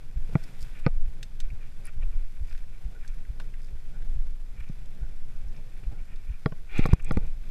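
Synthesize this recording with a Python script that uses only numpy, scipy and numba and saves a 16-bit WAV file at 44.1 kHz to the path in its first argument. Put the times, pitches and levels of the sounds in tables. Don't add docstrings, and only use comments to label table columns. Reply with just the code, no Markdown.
import sys
import numpy as np
from scipy import signal
from scipy.fft import rfft, irfft
from scipy.io import wavfile
from scipy.ndimage import uniform_filter1d, map_coordinates
from numba import njit

SR = 44100
rng = np.random.default_rng(int(sys.argv[2]) if len(sys.argv) > 2 else 0)


def generate_wav(sig):
    pcm = np.round(np.clip(np.atleast_2d(sig).T, -1, 1) * 32767).astype(np.int16)
    wavfile.write(sys.argv[1], SR, pcm)


N = 330750
T = np.arange(N) / SR
HIT_T = T[:SR // 8]


def undb(db):
    return 10 ** (np.asarray(db) / 20)


def unit(x):
    return x / np.sqrt(np.mean(x ** 2))


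def peak(x, db):
    return x * undb(db) / np.abs(x).max()


def add(out, t, x):
    i = int(t * SR)
    out[i:i + len(x)] += x[:N - i]


def freqs(x):
    return np.maximum(np.arange(len(x) // 2 + 1) * SR / len(x), 1)


def colour(x, curve):
    hz, db = np.transpose(curve)
    f = freqs(x)
    roll_off = 1 / np.sqrt((1 + (hz[0] / 2 / f) ** 4) * (1 + (f / hz[-1] / 2) ** 4))
    return irfft(rfft(x) * roll_off * undb(np.interp(np.log(f), np.log(hz), db)), len(x))


def noise(curve):
    return unit(colour(rng.standard_normal(N), curve))


def resonate(x, modes):
    f = freqs(x)
    response = sum(undb(db) / (1 + 1j * (f - hz ** 2 / f) / width) for hz, width, db in modes)
    return irfft(rfft(x) * response, len(x))


def butter(x, hz, kind, order=2):
    return signal.sosfilt(signal.butter(order, hz, kind, fs=SR, output="sos"), x)


def wander(per_s):
    return map_coordinates(rng.standard_normal(2048), [T * per_s], order=3, mode="wrap")


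def grains(per_s, spread_db):
    hit = rng.random(N) < per_s / SR
    size = undb(spread_db * np.minimum(rng.exponential(size=N), 6))
    return unit(hit * size * rng.choice([-1, 1], N))


def swell(t, length):
    return np.exp(-(2 * (T - t) / length) ** 2)


def plateau(t, length):
    return np.exp(-(2 * (T - t) / length) ** 4)


# f/Hz, level/dB
WIND_EQ = [(8, -6), (14, -4), (22, -8), (32, -28.5), (50, -29), (80, -40.5), (160, -70), (400, -73)]
# t/s, level/dB, length/s
WIND_GUSTS = [(0.239, -19, 0.079), (0.979, -17, 0.25), (1.436, -21.5, 0.13), (2.036, -18, 0.14),
              (2.18, -19.5, 0.2), (4.167, -20.5, 0.32), (5.217, -25, 0.39), (6.831, -14, 0.15),
              (7.153, -19, 0.34)]
BREEZE_DB, BUFFET_DB = -29.5, 2.2

def wind():
    eddies = noise(WIND_EQ)
    running_rms = np.sqrt(uniform_filter1d(eddies ** 2, size=SR // 7))
    breeze = undb(BREEZE_DB + BUFFET_DB * wander(per_s=8))
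    gust_power = sum((undb(db) * swell(t, length)) ** 2 for t, db, length in WIND_GUSTS)
    return eddies / running_rms * np.sqrt(breeze ** 2 + gust_power)


# f/Hz, level/dB
RUMBLE_EQ = [(40, -63), (80, -3), (130, 0), (200, -10), (290, -17), (440, -18.5), (620, -23), (780, -24.5),
             (1050, -32.5), (2000, -40)]
GRIT_EQ = [(500, -3), (1200, -15.5), (1500, 5), (1700, -1.5), (1900, 1), (2100, -0.5), (2300, 3), (2620, 1),
           (2950, -23), (3500, -2.5), (4300, -25), (8000, -49)]
GRASS_EQ = [(1500, 7.5), (3500, 3.5), (4400, 1), (5000, 2.5), (6200, -1), (8000, -1.5), (10500, -3.5),
            (12500, -3.5), (15500, -15.5)]
# t/s, level/dB, length/s
TRAIL_RUTS = [(0.295, -41.5, 0.011), (0.331, -41.5, 0.017), (2.033, -48, 0.009), (2.962, -77, 0.064),
              (5.591, -51, 0.032), (5.836, -48, 0.012), (5.926, -46, 0.021), (6, -57, 0.061),
              (6.25, -66, 0.014), (7.258, -49, 0.067)]
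# t/s, length/s, rumble/dB, grit/dB, grass/dB
GROUND_PATCHES = [(0.53, 0.52, 3, 6.5, 5), (4.415, 0.16, -2, -5, -1), (7.15, 0.17, 12, 3, -2)]
RUMBLE_DB, GRIT_DB, GRASS_DB = -54.5, -68.5, -65.5

def rolling():
    ruts = sum(undb(db) * swell(t, length) for t, db, length in TRAIL_RUTS)
    rumble = noise(RUMBLE_EQ) * (undb(RUMBLE_DB + 2.23 * wander(per_s=15)) + ruts)
    tufts_db = wander(per_s=13) + 1.5 * wander(per_s=50)
    pebbles = 0.3 * grains(per_s=40, spread_db=3.4)
    fine_grit = grains(per_s=1200, spread_db=3.1)
    grit = unit(colour(fine_grit + pebbles, GRIT_EQ)) * undb(GRIT_DB + tufts_db)
    stalk_hits = np.abs(grains(per_s=45, spread_db=1.1))
    scratches = signal.fftconvolve(stalk_hits, np.exp(-HIT_T / 0.0053))[:N]
    stalks = unit(scratches * rng.standard_normal(N))
    blades = grains(per_s=5000, spread_db=0.44)
    grass = unit(colour(blades + 0.38 * stalks, GRASS_EQ)) * undb(GRASS_DB + 0.3 * tufts_db)
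    ground_db = sum(np.outer(rides, plateau(t, length)) for t, length, *rides in GROUND_PATCHES)
    return np.sum(np.array([rumble, grit, grass]) * undb(ground_db), axis=0)


def hiss():
    return undb(-78) * noise([(500, -6), (1000, -6.5), (4000, 6.5), (11000, 4), (15000, -17)])


def whine(db=-81, hz=11297):
    spells = np.clip(2 * (wander(per_s=14) - 0.6), 0, 1)
    return undb(db) * spells * np.sin(2 * np.pi * hz * T)


DOWNSTROKES = [-27, -30, -28.5, -25.5, -29, -27.5, -25, -25.5, -30.5, -27, -30.5, -22.5, -28.5, -25.5, -25]
FIRST_STROKE_S, STROKE_GAP_S, GAP_SHRINK_S = 0.1745, 0.456, 0.00262
SWAY_HZ, SWAY_CYCLES, STRAP_DB = 39.5, 0.65, -9

def pedalling():
    sway, strap_motion = np.zeros(N), np.zeros(N)
    cycles = (HIT_T - HIT_T.mean()) * SWAY_HZ
    motion = np.exp(-(cycles / SWAY_CYCLES) ** 2)
    for k, db in enumerate(DOWNSTROKES):
        centre = FIRST_STROKE_S + k * STROKE_GAP_S - GAP_SHRINK_S * k ** 2 / 2
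        start = centre - HIT_T.mean()
        add(sway, start, peak(np.sin(2 * np.pi * cycles) * motion, db))
        add(strap_motion, start, undb(db) * motion)
    rub = noise([(70, 16.5), (130, 5.5), (300, -38)])
    return sway + undb(STRAP_DB) * strap_motion * rub


# t/s, shell level/dB, low-pass/Hz, tuning ratio, place 0-1, rebound/s, thud level/dB
CASE_HITS = [(0.3534, -19.5, 3180, 1, 0.01, 0.003, -9), (0.8637, -14.5, 5730, 1.05, 0.22, 0.0041, -9.5),
             (4.6973, -51, 5000, 1.02, 0.4, 0.0017, -26.5), (6.4593, -15, 4400, 0.97, 0.95, 0.00062, -14),
             (6.5214, -34.5, 5500, 1.3, 0.29, 0.002, -30), (6.8544, -17, 5500, 0.96, 0.26, 0.0018, -18),
             (6.888, -34, 8900, 0.97, 0.16, 0.00103, -22), (6.931, -23, 2620, 0.79, 0, 0.00084, -6),
             (7.1092, -18, 5030, 0.98, 0.55, 0.0006, -18.5), (7.1708, -23, 4050, 1.03, 0.3, 0.00042, -13)]
# f/Hz, level/dB, t60/s
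CASE_MODES = [(231, -1.5, 0.038), (352, 1.5, 0.03), (446, 2.5, 0.039), (513, 2.5, 0.037),
              (653, -8.5, 0.073), (780, -2, 0.045), (856, 0.5, 0.032), (1172, -2, 0.032),
              (1431, -3.5, 0.027), (1930, -1.5, 0.012), (2297, -0.5, 0.0088), (3405, -20.5, 0.032),
              (4140, -8, 0.012), (5100, -16, 0.022)]
PLACE_DB, REBOUND_GAIN = 2, 0.38
MOUNT_HZ, MOUNT_RISE_S = 147.8, 0.002

def knocks():
    out = np.zeros(N)
    thud_envelope = np.sqrt(HIT_T) * np.exp(-HIT_T / (2 * MOUNT_RISE_S))
    thud = butter(np.sin(2 * np.pi * MOUNT_HZ * HIT_T) * thud_envelope, 830, "low")
    for t, shell_db, cutoff_hz, tuning, place, rebound_s, thud_db in CASE_HITS:
        force = 0.028 * rng.standard_normal(len(HIT_T)) * np.exp(-HIT_T / 0.002)
        force[0] += 1
        force[int(rebound_s * SR)] += REBOUND_GAIN
        ring = 0
        for k, (hz, mode_db, t60) in enumerate(CASE_MODES):
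            gain = (-1) ** k * undb(mode_db + PLACE_DB * np.cos(np.pi * k * place))
            ring += gain * np.sin(2 * np.pi * hz * tuning * HIT_T) * undb(-60 * HIT_T / t60)
        shell = butter(signal.fftconvolve(force, ring)[:len(HIT_T)], cutoff_hz, "low", order=6)
        add(out, t, peak(shell, shell_db) + peak(thud, thud_db))
    return out


# t/s, level/dB, length/s
STEM_WHIPS = [(0.44, -54, 0.015), (0.622, -53.5, 0.033), (1.865, -60, 0.04), (2.514, -65.5, 0.11),
              (3.643, -67.5, 0.089)]
# f/Hz, width/Hz, level/dB
STEM_MODES = [(4990, 890, 9), (7100, 2100, -2)]

def swishes():
    contact = sum(undb(db) * swell(t, length) for t, db, length in STEM_WHIPS)
    return unit(resonate(grains(per_s=2000, spread_db=3.3), STEM_MODES)) * contact


# f/Hz, width/Hz, level/dB
METAL_MODES = [(750, 530, 12.5), (1540, 160, 13.5), (1840, 100, 5), (2560, 790, -2), (3550, 170, 6.5),
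               (4770, 290, -8.5), (5240, 43, 5), (6170, 95, 2), (7400, 390, -5.5), (9330, 40, -10)]

def click(db, centre_hz, octaves):
    attack = 1 - np.exp(-HIT_T / 0.0011)
    settle_s = 0.0072 * min(4500 / centre_hz, 1)
    decay = np.exp(-HIT_T / 0.0012) + 0.27 * np.exp(-HIT_T / settle_s)
    ring = resonate(attack * decay * rng.standard_normal(len(HIT_T)), METAL_MODES)
    band = np.exp(-0.5 * (np.log2(freqs(ring) / centre_hz) / octaves) ** 2)
    gate = HIT_T < HIT_T.mean()
    return peak(irfft(rfft(ring) * band, len(ring)) * gate, db)


# t/s, level/dB, centre f/Hz, spread/octaves
SHARP_CLICKS = [(0.592, -50, 4000, 1.8), (1.2287, -29.5, 4730, 0.92), (1.402, -30.5, 4900, 1.08),
                (1.503, -44.5, 2380, 0.15), (1.854, -36.5, 9900, 0.11), (1.868, -41, 9700, 0.31),
                (2.5255, -50.5, 4800, 0.25), (2.549, -44, 2200, 0.51), (2.577, -45, 3800, 1.1),
                (2.638, -53, 1960, 0.45), (3.047, -44, 1690, 0.58), (3.077, -42.5, 6600, 0.53),
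                (3.25, -48.5, 2040, 0.29), (3.3993, -35, 1530, 1.7), (3.539, -47, 2160, 0.35),
                (4.020, -48.5, 2500, 0.94), (4.688, -54, 5200, 0.37), (4.857, -52, 5500, 1),
                (5.484, -55, 5400, 0.22), (5.565, -54, 4900, 0.3), (6.159, -49, 5000, 0.8),
                (6.78, -38, 7460, 0.44), (6.8594, -34.5, 8200, 1.1), (7.023, -50, 8000, 0.5),
                (7.0454, -39, 8200, 0.37), (7.092, -51, 7500, 0.6), (7.1195, -41.5, 8250, 0.74),
                (7.266, -50, 7000, 0.92)]

def clicks():
    out = np.zeros(N)
    for t, db, centre_hz, octaves in SHARP_CLICKS:
        add(out, t, click(db, centre_hz, octaves))
    return out


# t/s, level/dB, length/s
TYRE_SLIPS = [(0.777, -56, 0.066), (0.859, -50, 0.045), (1.433, -62, 0.057), (1.642, -61.5, 0.084),
              (1.876, -57.5, 0.059), (2.027, -50, 0.017), (2.136, -59, 0.031), (2.247, -79, 0.022),
              (2.513, -60, 0.06), (2.755, -65, 0.045), (3.024, -61, 0.042), (3.092, -64, 0.073),
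              (4.623, -59, 0.14), (4.82, -66, 0.02), (5.57, -61, 0.058), (5.842, -61, 0.026),
              (5.992, -60, 0.037), (6.14, -63.5, 0.15), (6.317, -61.5, 0.11), (6.725, -56, 0.082),
              (7.004, -53.5, 0.014)]
# f/Hz, width/Hz, level/dB
RASP_MODES = [(1470, 150, 5), (1844, 130, 6), (2355, 240, 11.5), (2640, 69, -5.5)]

def scrubs():
    slip = sum(undb(db) * plateau(t, length) for t, db, length in TYRE_SLIPS)
    rasp = butter(resonate(grains(per_s=1400, spread_db=1.5), RASP_MODES), 2800, "low", order=4)
    catching = undb(3 * wander(per_s=110))
    return unit(rasp * catching) * slip


# t/s, level/dB
FRAME_CREAKS = [(2.96, -57), (3.955, -58.5), (5.04, -57.5), (5.94, -57)]
# f/Hz, width/Hz, level/dB
JOINT_MODES = [(380, 130, 5), (793, 27, 1), (1446, 54, 7.5), (1910, 40, -26)]

def creaks():
    load = sum(undb(db) * swell(t, length=0.044) for t, db in FRAME_CREAKS)
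    ring = resonate(grains(per_s=900, spread_db=0.58), JOINT_MODES)
    return unit(butter(ring, 1900, "low")) * load


# f/Hz, width/Hz, level/dB
BIKE_MODES = [(410, 60, -8), (846, 150, -7), (1480, 120, -2.5), (1860, 140, -6), (2120, 77, 1),
              (2400, 150, 12.5), (2640, 150, -2), (3330, 290, 2)]
# t/s, level/dB
ROUGH_BUMPS = [(6.761, -44), (6.792, -36), (6.843, -40), (6.926, -45), (7.084, -50.5), (7.16, -56),
               (7.27, -59)]
BUZZ_ATTACK_S, BUZZ_RELEASE_S = 0.041, 0.025

def buzz():
    ring = resonate(grains(per_s=1400, spread_db=0.67), BIKE_MODES)
    tilt = [(300, 13), (2700, -5.5), (3050, -10.5), (3600, -11), (6000, -15), (10000, -19), (14000, -18)]
    shaking = np.zeros(N)
    for t, db in ROUGH_BUMPS:
        fade = np.where(T < t, ((t - T) / BUZZ_ATTACK_S) ** 2, (T - t) / BUZZ_RELEASE_S)
        shaking = np.maximum(shaking, undb(db) * np.exp(-fade))
    flutter = undb(1.1 * wander(per_s=70))
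    return unit(colour(ring, tilt)) * shaking * flutter


def chain_slap(trim_db=-11, scatter_db=3, scatter_s=0.014):
    out = np.zeros(N)
    for t, db in ROUGH_BUMPS:
        for late, soft in rng.standard_normal((2, 2)):
            tick = click(db + trim_db - scatter_db * soft, centre_hz=8000, octaves=0.7)
            add(out, t + scatter_s * late, tick)
    return out


# t/s, level/dB, half width/s, polarity
HARD_JOLTS = [(6.7941, -6, 0.001, -1), (6.864, -22, 0.005, -1), (6.9354, 3, 0.0017, 1),
              (7.1727, -4.5, 0.0012, -1)]

def jolts():
    push = sum(polarity * undb(db) * swell(t, 2 * half_s) for t, db, half_s, polarity in HARD_JOLTS)
    crackle_eq = [(150, 6.5), (700, 5.5), (2000, -12), (7000, -14), (13000, -26)]
    crackle = np.array([noise(crackle_eq), noise(crackle_eq)])
    return butter(push, 22.6, "high") + undb(-26.5) * push ** 2 * crackle


def chain_snaps(trim_db=-45):
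    out = np.zeros(N)
    for t, db, _, _ in HARD_JOLTS:
        add(out, t, click(db + trim_db, centre_hz=8000, octaves=1))
    return out


def scene():
    mid = wind() + rolling() + whine() + pedalling() + knocks() + swishes()
    mid += clicks() + scrubs() + creaks() + buzz() + chain_slap() + chain_snaps()
    side = hiss()
    return np.array([mid + side, mid - side]) + jolts()


@njit
def follow(x, release_s):
    out, held = np.empty(len(x)), 0.
    for i in range(len(x)):
        held = max(x[i], held * (1 - 1 / (release_s * SR)))
        out[i] = held
    return out


DUCK_ABOVE_DB, TOP_HZ = -7, 15200

def record(dry):
    level = follow(np.abs(dry[0]), release_s=0.064)
    overshoot = np.log(np.maximum(level / undb(DUCK_ABOVE_DB), 1))
    gain = np.exp(-butter(overshoot, 53, "low", order=1))
    high_cut = signal.ellip(8, 0.2, 70, TOP_HZ, fs=SR, output="sos")
    return signal.sosfilt(high_cut, dry * gain)


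dry = scene()
out = record(dry)
generate_wav(out)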